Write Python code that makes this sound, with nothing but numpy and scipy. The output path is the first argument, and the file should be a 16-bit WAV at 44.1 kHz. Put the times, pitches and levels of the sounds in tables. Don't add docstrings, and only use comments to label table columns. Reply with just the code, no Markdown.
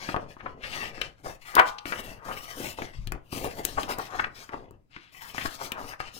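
import sys
import numpy as np
from scipy import signal
from scipy.fft import rfft, irfft, next_fast_len
from scipy.io import wavfile
from scipy.ndimage import uniform_filter1d, map_coordinates

SR = 44100
rng = np.random.default_rng(int(sys.argv[2]) if len(sys.argv) > 2 else 0)


def materialize(psi):
    bounded = np.clip(np.atleast_2d(psi).T, -1, 1)
    quanta = np.round(bounded * 32767).astype(np.int16)
    wavfile.write(sys.argv[1], SR, quanta)


N = 273155

# start_s, length_s, hiss_db, swell_db (start to end), rustle_db, treble_db
PAGE_SLIDES = [(-0.02, 0.12, -43.5, 10.5, 2.5, -9), (0.282, 0.061, -56.5, -13, 6, -2),
               (0.378, 0.13, -69, 9, 12, -12), (0.619, 0.22, -41, 9, 5, -6),
               (0.93, .12, -52, 15.5, 2.5, -25), (1.232, 0.1, -49.5, -7, 2, 2.5),
               (1.411, 0.21, -52, 2, 4, 2.5), (1.651, 0.042, -43, 4, 1.5, -7),
               (1.851, 0.28, -47.5, -6, 5, 4), (2.244, 0.3, -48.5, 3, 5, 5.5),
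               (2.551, 0.14, -43.5, 4.5, 3.5, 7.5), (2.767, 0.097, -50, 4, 5.5, -5),
               (2.929, .11, -56.5, -10, 1.5, -38), (3.317, 0.32, -46.5, -19, 2.5, 5),
               (3.633, 0.2, -42, -3, -1.5, -1.5), (3.884, 0.038, -38.5, -4.5, 0, 1),
               (3.978, 0.073, -44.5, -6, -2, -2), (4.097, 0.11, -46.5, 8, -1.5, -7.5),
               (4.344, 0.094, -50.5, -0.5, 1, -2.5), (4.512, 0.089, -57.5, -7, 2, -11),
               (4.9, 0.16, -66, -4, 2, -16), (5.117, 0.17, -54, 14.5, 7, 7.5),
               (5.334, .14, -39.5, 4, -1, -0.5), (5.478, 0.17, -44, 10, -2.5, 0.5),
               (5.767, .13, -50, 8.5, -1, 2.5), (5.992, 0.086, -44, 0.5, 1.5, -28),
               (6.133, .07, -46, -2, -10.5, 0)]
# start_s, length_s, level_db, swell_db (start to end)
HAND_DRAGS = [(0.0, 0.29, -47.5, 1.5), (.42, .17, -49, -7.5), (.62, 0.45, -48.5, -3.5),
              (1.24, 0.071, -43, -13.5), (1.86, 0.28, -46.5, 4), (2.25, 0.093, -42, -2.5),
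              (2.55, 0.11, -41.5, 2.5), (2.78, 0.037, -42.5, 11), (3.12, 0.018, -36.5, -8),
              (3.325, 0.15, -38, -3), (3.53, 0.5, -46, -9.5), (4.12, 0.15, -48, 3),
              (4.53, 0.24, -53, -18.5), (5.76, 0.085, -44, 2)]
# peak_s, level_db, pitch_hz, rise_s, fall_s
PAGE_FLAPS = [(.167, -27.5, 644, 0.0087, .014), (.407, -36.5, 1630, 0.0067, 0.0059),
              (.462, -22, 1180, 0.0019, 0.0057), (.645, -30, 2220, 0.013, 0.014),
              (0.737, -31.5, 2550, .014, 0.023), (.835, -34.5, 900, .014, 0.013),
              (1.261, -32, 835, 0.0053, 0.026), (1.597, -6.5, 1350, .015, 0.0095),
              (1.687, -38.5, 3780, 0.018, 0.011), (1.786, -30.5, 3740, 0.0019, 0.0039),
              (1.934, -26.5, 1400, .01, 0.0094), (2.315, -30, 1094, 0.046, 0.014),
              (3.465, -28.5, 582, 0.021, .007), (3.784, -17.5, 990, 0.0055, 0.0091),
              (3.902, -25, 960, 0.013, 0.014), (3.997, -24.5, 950, 0.011, 0.0071),
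              (4.152, -31.5, 1090, 0.04, 0.025), (4.199, -12.5, 1400, 0.0032, 0.0031),
              (4.245, -18.5, 1790, 0.0033, .0035), (4.546, -30, 970, 0.018, .005),
              (4.935, -49, 2600, 0.01, .14), (5.421, -32, 2300, 0.039, .02),
              (5.459, -22.5, 1470, 0.0053, 0.006), (5.616, -30.5, 980, 0.014, .016),
              (5.78, -35, 1050, 0.055, 0.056), (5.938, -35, 1350, 0.021, 0.0054)]
# start_s, ring_db, pitch_hz, thud_db, crack_db
SHARP_TAPS = [(0.0894, -24, 1220, -28, -59), (0.144, -20, 840, -67, -62), (0.1636, -23, 1340, -29.5, -55),
              (0.367, -40, 1020, -48, -85), (0.459, -57, 1490, -43, -88), (0.979, -37.5, 1520, -44, -63),
              (1.0146, -25.5, 2780, -61, -39), (1.0164, -20.5, 2660, -69, -53),
              (1.553, -25, 3330, -37, -20), (1.594, -20, 2240, -43, -32), (1.8558, -28.5, 2140, -34, -52),
              (1.923, -23, 1780, -46, -56), (2.787, -28.5, 840, -48, -58), (2.8206, -29.5, 1880, -34, -47),
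              (3.0726, -34.5, 3170, -41, -41), (3.121, -27, 1460, -33.5, -33.5),
              (3.328, -34, 1000, -30, -49), (3.445, -26.5, 706, -33.5, -37), (3.474, -33, 750, -44, -47),
              (3.651, -29, 2400, -35, -16), (3.832, -29, 2750, -36.5, -41), (3.986, -29, 910, -35, -34),
              (4.492, -36.5, 1630, -44.5, -70), (4.5345, -31.5, 1060, -37, -74),
              (4.7092, -50, 916, -43, -55.5), (4.964, -35, 1850, -46.5, -77),
              (5.347, -33.5, 1050, -46, -64), (5.3815, -23, 1800, -38, -49), (5.453, -31.5, 900, -31, -60),
              (5.7196, -25, 2750, -35.5, -31), (6.0029, -24, 1480, -46, -47.5)]
# start_s, level_db
SPINE_SLIPS = [(1.5676, -4), (1.5835, -19), (1.5833, -5), (1.5883, -6), (1.591, -31.5), (1.5984, 1.5),
               (1.603, -33), (1.612, -42.5)]
# pitch_hz, width_hz, relative_db
COVER_TONES = [(494, 23, 9), (630, 150, 2.5), (1033, 67, 23.5), (1400, 75, 15), (1900, 110, -10.5),
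               (2600, 600, -61)]
# pitch_hz, relative_db
COVER_RING = [(479, -8), (829, 2.5), (888, -5.5), (958, 1), (1020, -5), (1070, 1.5), (1136, -1.5),
              (1198, 2.5), (1255, -2), (1457, 1)]
# centre_s, level_db, pitch_hz
AIR_PUFFS = [(1.589, -31.5, 42.7), (2.995, -24.5, 45.8), (3.036, -32.5, 28), (3.082, -27, 24.4),
             (3.145, -25.5, 50), (3.785, -30.5, 60.7), (5.458, -29, 65)]

# frequency_hz, relative_db
DRAG_COLOUR = [(60, -19), (150, -7.5), (210, 0), (350, -4), (600, -2), (850, -5.5), (1400, -21),
               (3000, -39.5), (6000, -120)]
RUSTLE_COLOUR = [(100, -75.5), (650, -8), (1100, -4), (1900, -0.5), (2400, -2), (3000, -2), (4000, -21),
                 (6500, -20), (12000, -120)]
HISS_COLOUR = [(1400, -34), (3200, 3), (4400, 7.5), (5500, 6.5), (7000, 1.5), (9500, -0.5), (12000, -5),
               (15000, 0.5), (16400, -15)]
CRACK_COLOUR = [(500, -28), (2000, -11), (3800, -7), (6000, -1), (9000, 1), (12000, -1), (15500, 2),
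                (17000, -4)]
AIR_COLOUR = [(8, 1.5), (25, 2), (50, -7), (80, -4.5), (130, -3), (200, -16), (500, -61), (1000, -120)]
BACKGROUND_COLOUR = [(18, -22.5), (30, -7.5), (287, -12), (499, -25), (600, -27), (1010, -32), (1430, -35),
                     (3220, -43), (16000, -49)]

# frequency_hz, gain_db
RIGHT_SHADE = [(100, -3), (400, -3), (1000, -6.5), (2400, -11), (4500, -11.5), (9000, -14), (15000, -16.5)]
# left_delay_s, right_delay_s, gain_db
CLOSE_ECHOES = [(.0009, 0.0024, -46.5), (.0026, 0.0018, -21.5), (.0043, 0.0024, -23)]
# frequency_hz, fade_s
ROOM_FADE = [(150, .33), (1000, .3), (3000, .22), (7000, .18), (14000, .12)]
# frequency_hz, gain_db
ROOM_COLOUR = [(100, -9.5), (500, -5), (1200, -7), (3000, -10.5), (7000, -15.5), (15000, -16.5)]


def rubbing(judder_db=3.0, treble_hz=8500, flex_db=-13):
    *_, rustle_db, treble_db = np.transpose(PAGE_SLIDES)
    drag = drag_force() * friction(DRAG_COLOUR, catches_per_s=200, grain_db=-0.5, patchy_db=-2.5)
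    bending = np.hypot(slide_force(rustle_db), amp(flex_db) * drag_force())
    rustle = bending * friction(RUSTLE_COLOUR, catches_per_s=300, grain_db=-2.0, patchy_db=9.5)
    hiss = friction(HISS_COLOUR, catches_per_s=1500, grain_db=-4, patchy_db=6.0)
    treble = filtered(hiss, lambda hz: 1 - low_pass(hz, treble_hz, 4))
    swish = slide_force() * (hiss - treble) + slide_force(treble_db) * treble
    return amp(judder_db * wobble(45)) * (drag + rustle + swish)


def friction(colour, catches_per_s, grain_db, patchy_db):
    catches = (rng.random(N) < catches_per_s / SR) * rng.standard_normal(N)
    rub = rng.standard_normal(N) + amp(grain_db) * unit(catches)
    spectrum = signal.stft(rub, nperseg=512)[2]
    patches = uniform_filter1d(rng.standard_normal(spectrum.shape), size=3, axis=0)
    patches = uniform_filter1d(patches, size=15, axis=1)
    gain = amp(patchy_db * np.tanh(1.1 * unit(patches)))
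    return coloured(signal.istft(spectrum * gain, nperseg=512)[1][:N], colour)


def slide_force(extra_db=0):
    start_s, length_s, hiss_db, swell_db, _, _ = np.transpose(PAGE_SLIDES)
    slides = zip(start_s, length_s, hiss_db + extra_db, swell_db)
    return strokes(slides, attack_s=0.0066, release_s=0.028)


def drag_force(sheet_db=-10):
    hands = strokes(HAND_DRAGS, attack_s=0.012, release_s=0.037)
    return np.hypot(hands, amp(sheet_db) * slide_force())


def strokes(rows, attack_s, release_s, grip_s=0.006, graze_db=-18.5, before_s=.03, after_s=0.13):
    power, t = np.zeros(N), np.arange(-SR // 4, SR) / SR
    for start_s, length_s, level_db, swell_db in rows:
        level = amp(level_db + swell_db * (np.clip(t / length_s, 0, 1) - .5))
        past_end_s = np.maximum(t - length_s, 0)
        press = .5 * (1 + np.tanh((t - grip_s) / attack_s)) * np.exp(-past_end_s / release_s)
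        graze = amp(graze_db) * np.exp(np.minimum(t, 0) / before_s - past_end_s / after_s)
        add(power, start_s + t[0], (level * np.maximum(press, graze)) ** 2)
    return np.sqrt(power)


def page_flaps(buckles_per_s=1800, width_ratio=0.67, cutoff_ratio=1.81):
    out, t = np.zeros(N), np.arange(-SR // 4, SR // 4) / SR
    for peak_s, level_db, pitch_hz, rise_s, fall_s in PAGE_FLAPS:
        buckles = (rng.random(len(t)) < buckles_per_s / SR) * np.sign(rng.standard_normal(len(t)))
        sheet = filtered(buckles, lambda hz: resonance(hz, pitch_hz, width_ratio * pitch_hz)
                         * low_pass(hz, cutoff_ratio * pitch_hz, 4))
        swell = np.exp(np.minimum(t / rise_s, -t / fall_s))
        add(out, peak_s + t[0], amp(level_db) * unit(sheet * swell) * rms(swell))
    return out


def spine_creak(ring_start_s=1.585, ring_db=-37, fade_s=0.74):
    out, t = np.zeros(N), np.arange(SR // 2) / SR
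    click = 1. * (t == 0)
    knock = filtered(click, lambda hz: sum(amp(db) * resonance(hz, pitch_hz, width_hz)
                                           for pitch_hz, width_hz, db in COVER_TONES))
    knock = filtered(knock, lambda hz: 1 / (1 + 1j * hz / 2800) ** 3)
    for start_s, level_db in SPINE_SLIPS:
        add(out, start_s + rng.normal(0, 0.00029), amp(level_db) * knock / np.abs(knock).max())
    drift = lambda: np.cumsum(rng.normal(0, .004, len(t))) + rng.random()
    ring = sum(amp(db) * np.sin(2 * np.pi * (hz * t + drift())) for hz, db in COVER_RING)
    envelope = amp(ring_db - 60 * t / fade_s) * (1 - np.exp(-t / .008))
    add(out, ring_start_s, envelope * ring)
    return out


def taps(ring_cycles=0.4, thud_hz=330, thud_s=0.0015, chatter_db=-20, chatter_s=0.0048,
         crack_s=.0013, flutter_db=-17, flutter_s=0.003):
    out, t = np.zeros(N), np.arange(SR // 12) / SR
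    at_level = lambda x, db: amp(db) * x / rms(x[t < .005])
    tone = lambda hz, decay_s: np.sin(2 * np.pi * hz * t) * np.exp(-t / decay_s) * (1 - np.exp(-hz * t))
    crack_fade = np.exp(-t / crack_s) + amp(flutter_db) * np.exp(-t / flutter_s)
    for start_s, ring_db, pitch_hz, thud_db, crack_db in SHARP_TAPS:
        contact = amp(chatter_db) * rng.standard_normal(len(t)) * np.exp(-t / chatter_s)
        contact[0] = 1
        ring = signal.fftconvolve(tone(pitch_hz, ring_cycles / pitch_hz), contact)[:len(t)]
        thud = signal.fftconvolve(tone(thud_hz, thud_s), contact)[:len(t)]
        crack = coloured(rng.standard_normal(len(t)), CRACK_COLOUR) * crack_fade
        add(out, start_s, at_level(ring, ring_db) + at_level(thud, thud_db) + at_level(crack, crack_db))
    return out


def air_puffs():
    out, t = np.zeros(N), np.arange(-SR // 8, SR // 8) / SR
    for centre_s, level_db, hz in AIR_PUFFS:
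        swing = np.sin(2 * np.pi * hz * t) * np.exp(-2 * (hz * t) ** 2)
        add(out, centre_s + t[0], amp(level_db) * swing)
    return amp([[0], [-14]]) * out


def air_swirls(stir_db=-20.5, stir_exponent=0.58, lag_s=0.01, swirl_db=-7.5, swirl_s=0.02):
    t, carry = np.arange(N) / SR, np.exp(-1 / (lag_s * SR))
    motion = signal.lfilter([1 - carry], [1, -carry], drag_force())
    stirred = amp(stir_db) * motion ** stir_exponent
    swirls = sum(amp(db + swirl_db) * np.exp(-np.abs(t - centre_s) / swirl_s)
                 for centre_s, db, _ in AIR_PUFFS)
    shared = coloured(rng.standard_normal(N), AIR_COLOUR)
    per_side = coloured(rng.standard_normal((2, N)), AIR_COLOUR)
    per_side = filtered(per_side, lambda hz: low_pass(hz, 70, 2))
    return np.hypot(stirred, swirls) * (amp([[-1], [-7]]) * shared + amp([[1], [-11]]) * per_side)


def microphone(book, right_lag_s=13 / SR, scatter_share=.7, scatter_hz=2000):
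    delay = lambda hz, seconds: np.exp(-2j * np.pi * hz * seconds)
    share = lambda hz: scatter_share * hz ** 2 / (hz ** 2 + scatter_hz ** 2)
    left_echoes = lambda hz: sum(amp(db) * delay(hz, s) for s, _, db in CLOSE_ECHOES)
    right_echoes = lambda hz: sum(amp(db) * delay(hz, s) for _, s, db in CLOSE_ECHOES)
    left = filtered(book, lambda hz: 1 + left_echoes(hz))
    right = filtered(book, lambda hz: np.sqrt(1 - share(hz)) * delay(hz, right_lag_s) + right_echoes(hz))
    right += filtered(page_scatter(book), lambda hz: np.sqrt(share(hz)) * delay(hz, right_lag_s))
    return np.array([left, filtered(right, lambda hz: amp(look_up(RIGHT_SHADE, hz)))])


def page_scatter(book, decay_s=0.0081, shifts_per_s=7):
    t = np.arange(SR // 50) / SR
    paths = rng.standard_normal((4, len(t))) * np.exp(-t / decay_s)
    paths /= np.linalg.norm(paths, axis=1, keepdims=True)
    weights = np.array([wobble(shifts_per_s) for _ in paths])
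    heard = signal.fftconvolve(book[None], paths, axes=1)[:, :N]
    return np.sum(heard * weights, axis=0) / np.linalg.norm(weights, axis=0)


def room_echo(book, delay_s=.005):
    hz, t, noise = signal.stft(rng.standard_normal((2, SR // 2)), SR, nperseg=256)
    fade_s = look_up(ROOM_FADE, hz)[:, None]
    decay = amp(-60 * t / fade_s) * (1 + 0.27 * np.exp(-t / 0.021))
    decay /= np.sqrt(np.mean(decay ** 2, axis=1, keepdims=True) * SR / 2)
    tail = signal.istft(noise * decay * amp(look_up(ROOM_COLOUR, hz))[:, None], SR, nperseg=256)[1]
    delayed = np.pad(book, (round(delay_s * SR), 0))
    left, right = signal.fftconvolve(delayed[None], tail, axes=1)[:, :N]
    return np.array([left, filtered(right, lambda hz: amp(look_up(RIGHT_SHADE, hz) / 2))])


def background(level_db=-69.5):
    return amp(level_db) * coloured(rng.standard_normal((2, N)), BACKGROUND_COLOUR)


def amp(db):
    return 10 ** (np.asarray(db) / 20)


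def rms(x):
    return np.sqrt(np.mean(x ** 2) + 1e-20)


def unit(x):
    return x / rms(x)


def look_up(table, hz):
    row_hz, values = np.transpose(table)
    return np.interp(np.log(hz + 1), np.log(row_hz + 1), values)


def wobble(points_per_s):
    points = rng.standard_normal(int(N * points_per_s / SR) + 4)
    return map_coordinates(points, [np.arange(N) * points_per_s / SR])


def filtered(x, response):
    length = x.shape[-1]
    padded = next_fast_len(length + 8192)
    return irfft(rfft(x, padded) * response(np.fft.rfftfreq(padded, 1 / SR)), padded)[..., :length]


def coloured(x, colour):
    return unit(filtered(x, lambda hz: amp(look_up(colour, hz))))


def low_pass(hz, cutoff_hz, steepness):
    return 1 / (1 + (hz / cutoff_hz) ** steepness)


def resonance(hz, pitch_hz, width_hz):
    return 1j * hz * width_hz / (pitch_hz ** 2 - hz ** 2 + 1j * hz * width_hz)


def add(track, start_s, sound):
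    start = round(start_s * SR)
    sound = sound[max(-start, 0):]
    part = track[max(start, 0):][:len(sound)]
    part += sound[:len(part)]


def scene():
    book = rubbing() + taps() + page_flaps() + spine_creak()
    echo = room_echo(book)
    hush = background()
    return microphone(book) + echo + air_swirls() + air_puffs() + hush


def record(dry, top_hz=16150):
    return filtered(np.clip(dry, -1, 1), lambda hz: low_pass(hz, top_hz, 150))


dry = scene()
out = record(dry)
materialize(out)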